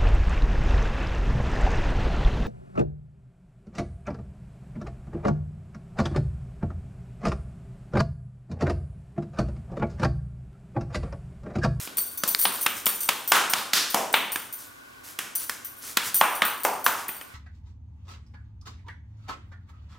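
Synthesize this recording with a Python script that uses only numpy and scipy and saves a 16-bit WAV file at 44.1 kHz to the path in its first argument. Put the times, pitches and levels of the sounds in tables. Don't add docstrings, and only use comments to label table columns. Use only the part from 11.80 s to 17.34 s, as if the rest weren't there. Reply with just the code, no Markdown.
import sys
import numpy as np
from scipy import signal
from scipy.fft import rfft, irfft, next_fast_len
from scipy.io import wavfile
from scipy.ndimage import uniform_filter1d, minimum_filter1d

SR = 44100
rng = np.random.default_rng(int(sys.argv[2]) if len(sys.argv) > 2 else 0)


def master(y):
    cut = np.clip(np.atleast_2d(y).T, -1, 1)
    pcm = np.round(cut * 32767)
    wavfile.write(sys.argv[1], SR, pcm.astype(np.int16))


N = 244314


def amp(db):
    return 10 ** (np.asarray(db) / 20)


def unit(x):
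    return x / np.sqrt(np.mean(np.abs(x) ** 2) + 1e-20)


def along(points, hz):
    point_hz, values = np.transpose(points)
    return np.interp(np.log(hz + 1), np.log(point_hz), values)


def add(track, s, sound):
    start = round(s * SR)
    sound = sound[..., max(-start, 0):max(N - start, 0)]
    first = max(start, 0)
    track[..., first:first + sound.shape[-1]] += sound


def filtered(x, response):
    m = next_fast_len(N + SR // 2)
    hz = np.fft.rfftfreq(m, 1 / SR)
    return irfft(rfft(x, m) * response(hz), m)[..., :N]


def pocket(hz, centre_hz, q):
    return 1 / (1 + (q * (hz / centre_hz - centre_hz / (hz + 1))) ** 2)


def causal(gain):
    cepstrum = irfft(np.log(gain + 1e-6))
    half = len(cepstrum) // 2
    cepstrum[1:half] *= 2
    cepstrum[half + 1:] = 0
    return np.exp(rfft(cepstrum))


def stereo_noise(size):
    mid, side = rng.standard_normal((2, size)) * amp([[0], [-11.5]])
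    return unit(np.array([mid + side, mid - side]))


# start in seconds, force in dB, palm cup pitch in Hz,
# finger gap pitch in Hz, air through the fingers in dB, skin crack in dB (both relative to the force),
# wall answer in dB relative to the direct sound.
PATS = [(0.0748, -18.5, 1120, 3400, 4.5, -12, -1), (0.1839, -17.5, 1130, 3600, 3, 8, -2),
        (.437, -1.5, 1060, 3970, -0.5, 4, -4), (0.654, 5, 1140, 3500, -0.5, -16, -3.5),
        (0.8641, 4.5, 1310, 2720, 1.5, -2, -5.5), (1.0674, 0.5, 1190, 2930, 1, 2, -4.5),
        (1.2904, 4.5, 1090, 2970, 2, 1.5, -5), (1.5206, 15.5, 1220, 2830, -3.5, -3, -1),
        (1.7366, 10.5, 1200, 3450, -1.5, -1.5, -6.5), (1.935, 5, 1447, 4170, 5.5, 4.5, 1.5),
        (2.1458, 11, 770, 2470, -8, -3.5, -3), (2.3417, 7, 990, 2690, 4.5, -10, -2),
        (2.5595, -2.5, 1350, 2640, -1, -1, -6), (3.39, -7.5, 1310, 2650, 1.5, 4.5, -0.5),
        (3.6964, -4, 1530, 3050, -5, 3.5, -4.5), (4.172, 7, 1410, 3320, -2, -2, -4.5),
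        (4.4131, 16, 1055, 2400, -6, -14.5, -4.5), (4.6209, 9.5, 1220, 2800, -5, -13.5, -1.5),
        (4.8504, 7.5, 880, 2260, -12.5, -10, 0.5), (5.0644, 11, 1140, 3000, -10.5, -7.5, -2.5),
        (5.2904, -11, 1170, 2450, 0.5, -21, -2), (5.413, -25, 1220, 2170, 11.5, 6, -8.5)]
# frequency in Hz, level in dB.
FLESH_COLOUR = [(45, -50), (110, -18), (195, -1.5), (310, -3), (500, -3.5), (950, -12.5), (3800, -65)]
# frequency in Hz, level in dB.
SKIN_COLOUR = [(550, -71), (2100, -12), (5200, 20), (8200, 18.5), (12500, 18.5), (15800, 15)]
CONTACT_S, CONTACT_GROWS = 0.003, 0.07
THUD_DB, THUD_GROWS = -7.5, 0.58
THUD_CUP_HZ, THUD_DB_PER_OCTAVE = 1200, 6.5
THINNING_DB_PER_S = -1.39
GAP_EDGE = 1.56


def pats(patter_db=8.5, build=0.31, cup_q=1.15, gap_q=0.81, size=4096):
    out = np.zeros((2, N))
    t = (np.arange(size) - size // 8) / SR
    hz = np.fft.rfftfreq(size, 1 / SR)
    push_force = t == 0
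    for s, force_db, cup_hz, gap_hz, leak_db, crack_db, room_db in PATS:
        thud_db = THUD_DB + THUD_GROWS * force_db
        thud_db += THUD_DB_PER_OCTAVE * np.log2(THUD_CUP_HZ / cup_hz)
        thud_db += THINNING_DB_PER_S * s
        gap = pocket(hz, gap_hz, gap_q) / (1 + (hz / (GAP_EDGE * gap_hz)) ** 10)
        parts = [(thud_db, amp(along(FLESH_COLOUR, hz))),
                 (force_db, pocket(hz, cup_hz, cup_q)),
                 (force_db + leak_db, gap),
                 (force_db + crack_db, amp(along(SKIN_COLOUR, hz)))]
        colour = np.sqrt(sum((amp(db) * unit(shape)) ** 2 for db, shape in parts))

        spread = CONTACT_S * amp(CONTACT_GROWS * force_db)
        side_spread = spread * np.where(t < 0, build, 1)
        patter = rng.standard_normal(size) * np.exp(-np.abs(t / side_spread))
        full_force = push_force + amp(patter_db) * patter / np.linalg.norm(patter)

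        body, loudness = causal(colour), np.sqrt(np.mean(colour ** 2))
        push = irfft(unit(rfft(push_force) * body)) * loudness
        slap = irfft(unit(rfft(full_force) * body)) * loudness
        heard = in_kitchen(push, room_db)
        heard[:, :size] += slap - push
        add(out, s + t[0], heard)
    return out


# start in seconds, level in dB, decay time of the rattle in seconds.
KNOCKS = [(0.171, -22, .026), (.375, -30, 0.014), (0.4775, -21, .02), (0.5914, -21.5, 0.015),
          (0.6142, -21, 0.027), (0.812, -26, 0.033), (.8982, -36.5, 0.03), (0.9667, -40.5, 0.018),
          (1.0577, -20, 0.024), (1.205, -27.5, 0.018), (1.2321, -28.5, 0.044), (1.4767, -25, 0.03),
          (1.698, -26.5, 0.019), (2.101, -31, 0.019), (2.328, -30, .025), (2.5195, -27.5, 0.017),
          (2.7264, -33, .014), (3.553, -24, 0.018), (3.847, -33.5, .015), (4.3434, -20.5, 0.019),
          (4.3573, -21.5, 0.026), (4.552, -32, .016), (4.6502, -25.5, 0.026), (4.8343, -28, 0.028),
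          (5.043, -26, 0.031), (5.2826, -30, .018)]
SETTLE_S, SETTLE_DB, SETTLE_SCATTER = .075, -13.5, .3


def bangles(answer_db=-2.0, count=2):
    out = np.zeros((2, N))
    for s, db, rattle in KNOCKS:
        pair = (clink(rattle) + clink(rattle)) / np.sqrt(2)
        add(out, s, in_kitchen(amp(db) * pair, answer_db))
        waits = np.cumsum(SETTLE_S * np.exp(SETTLE_SCATTER * rng.standard_normal(count)))
        for k, wait in enumerate(waits, 1):
            after_db = db + SETTLE_DB * np.sqrt(k)
            add(out, s + wait, in_kitchen(amp(after_db) * clink(rattle), answer_db))
    wrist_side = amp([[0], [-1.8]])
    return out * wrist_side


# frequency in Hz, level in dB, 60 dB decay time in seconds.
BANGLE_MODES = [(3612, -25, .17), (4590, -17, .17), (5828, -18, .13), (6080, -14, .13), (8690, -8, .07),
                (8805, -3, .09), (9712, -6, .12), (9935, -6, .12), (11405, -13, .1), (11647, -8, .1),
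                (13545, -13, .07), (14035, -3, .07), (14135, 1, .06), (14281, 1, .1), (14538, -1, .09),
                (14925, -13, .1), (15195, -9, .1)]
BANGLE_DETUNE = 0.005
WRIST_DAMPING_DB_PER_S = 244


def clink(rattle, tick_db=0.0, first_size=0.41, count=16):
    t = np.arange(SR // 5) / SR
    hz, mode_db, t60 = np.transpose(BANGLE_MODES)[:, :, None]
    strength = amp(mode_db + 3.2 * rng.standard_normal(hz.shape))
    pitch = hz * (1 + BANGLE_DETUNE * rng.standard_normal(hz.shape))
    modes = strength * amp(-60 * t / t60) * np.sin(2 * np.pi * pitch * t)
    ring = np.sum(modes, axis=0) * amp(-WRIST_DAMPING_DB_PER_S * t)
    tick = amp(tick_db - 60 * t / .02) * rng.standard_normal(len(t))
    ring += np.diff(tick, prepend=0)
    delays = np.append(0, 2 * rattle * rng.random(count))
    sizes = np.append(first_size, rng.random(count)) * np.exp(-delays / rattle)
    contacts = np.bincount((delays * SR).astype(int), sizes)
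    sound = signal.fftconvolve(ring, contacts)[:len(t)]
    return sound / np.std(sound[:SR // 50])


# start in seconds, length in seconds, level in dB.
SLIDES = [(-.06, .14, -36), (0.703, 0.15, -41.5), (0.936, 0.087, -39), (2.771, 0.1, -45),
          (3.233, 0.11, -43), (3.589, 0.067, -37), (4.011, .13, -37.5), (4.229, 0.08, -31),
          (5.145, .11, -42.5)]
# frequency in Hz, level in dB.
FRICTION_COLOUR = [(160, -9), (620, -9.5), (1450, -3), (3100, -6.5), (6100, -2), (11500, -1.5), (15800, -5)]


def slides(grain_db=2.5, room_db=-5.0):
    stroke = np.zeros(N)
    for s, length, db in SLIDES:
        u = np.linspace(0, 1, int(length * SR))
        add(stroke, s, amp(db) * np.sqrt(np.abs(np.sin(np.pi * u))))
    grain = unit(uniform_filter1d(rng.standard_normal(N), size=90))
    grip = amp(grain_db * grain)
    hiss = filtered(grip * rng.standard_normal(N), lambda hz: amp(along(FRICTION_COLOUR, hz)))
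    return in_kitchen(stroke * unit(hiss), room_db)[:, :N]


# frequency in Hz, level in dB.
CLICK_COLOUR = [(200, -7), (1000, -13.5), (1900, 6), (3200, 0.5), (4700, 4), (6000, -9), (15000, -11)]
CLICK_S, CLICK_DB, CLICK_ROOM_DB = .5487, 9, -19


def click(spread_s=0.00059, size=2048):
    out = np.zeros((2, N))
    t = (np.arange(size) - size // 8) / SR
    hz = np.fft.rfftfreq(size, 1 / SR)
    contact = rng.standard_normal(size) * np.exp(-np.abs(t / spread_s))
    snap = irfft(unit(rfft(contact) * causal(amp(along(CLICK_COLOUR, hz)))))
    add(out, CLICK_S + t[0], in_kitchen(amp(CLICK_DB) * snap, CLICK_ROOM_DB))
    return out


# frequency in Hz, 60 dB decay time in seconds.
WALL_DECAY = [(110, 0.39), (310, 0.89), (1250, 0.62), (3100, 0.61), (7200, 0.62), (14800, 0.36)]


def in_kitchen(sound, room_db, first_walls_s=0.00057):
    hz, t, z = signal.stft(stereo_noise(SR * 3 // 4), SR, nperseg=256)
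    fade = amp(-60 * t / along(WALL_DECAY, hz)[:, None])
    onset = 1 - np.exp(-t / first_walls_s)
    tail = signal.istft(z * fade * onset, SR, nperseg=256)[1]
    path = amp(room_db) * tail / np.linalg.norm(tail[0])
    path[:, 0] += 1
    return signal.fftconvolve(sound[None], path, axes=1)


# frequency in Hz, level in dB.
HISS_COLOUR = [(15, -46), (25, -11), (64, -6.5), (96, -1), (126, -3.5), (255, -19.5), (392, -13),
               (905, -11.5), (1090, -1), (1320, -15), (1470, 3), (1730, -12), (15800, -21.5)]
# frequency in Hz, side minus mid in dB.
HISS_WIDTH = [(60, -11), (110, -22), (200, 10.5), (380, 9.5), (700, 8), (1290, 0.5), (2380, 6),
              (4400, -4.5), (8120, -8), (15000, -16)]
# centre in Hz, width in Hz, level in dB.
DRONE = [(103, 37, -73), (273, 108, -62), (1140, 110, -65)]


def room_noise(hiss_db=-52.5):
    mid, side = filtered(rng.standard_normal((2, N)), lambda hz: amp(along(HISS_COLOUR, hz)))
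    side = filtered(side, lambda hz: amp(along(HISS_WIDTH, hz)))
    out = amp(hiss_db) * np.array([mid + side, mid - side]) / np.std(mid)
    for centre_hz, width_hz, db in DRONE:
        q = centre_hz / width_hz
        band = filtered(stereo_noise(N), lambda hz: pocket(hz, centre_hz, q))
        out += amp(db) * unit(band)
    return out


def scene():
    return pats() + click() + bangles() + slides() + room_noise()


def limiter(x, size=32):
    ceiling_db, recovery_db_per_s = -1, 180
    over = np.maximum(20 * np.log10(np.abs(x).max(axis=0) + 1e-9) - ceiling_db, 0)
    climb = recovery_db_per_s * np.arange(N) / SR
    cut = np.maximum.accumulate(over + climb) - climb
    held = minimum_filter1d(-cut, size=size)
    return x * amp(uniform_filter1d(held, size=size))


def record(dry, top_hz=15900):
    return filtered(limiter(dry), lambda hz: 1 / (1 + (hz / top_hz) ** 120))


dry = scene()
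out = record(dry)
master(out)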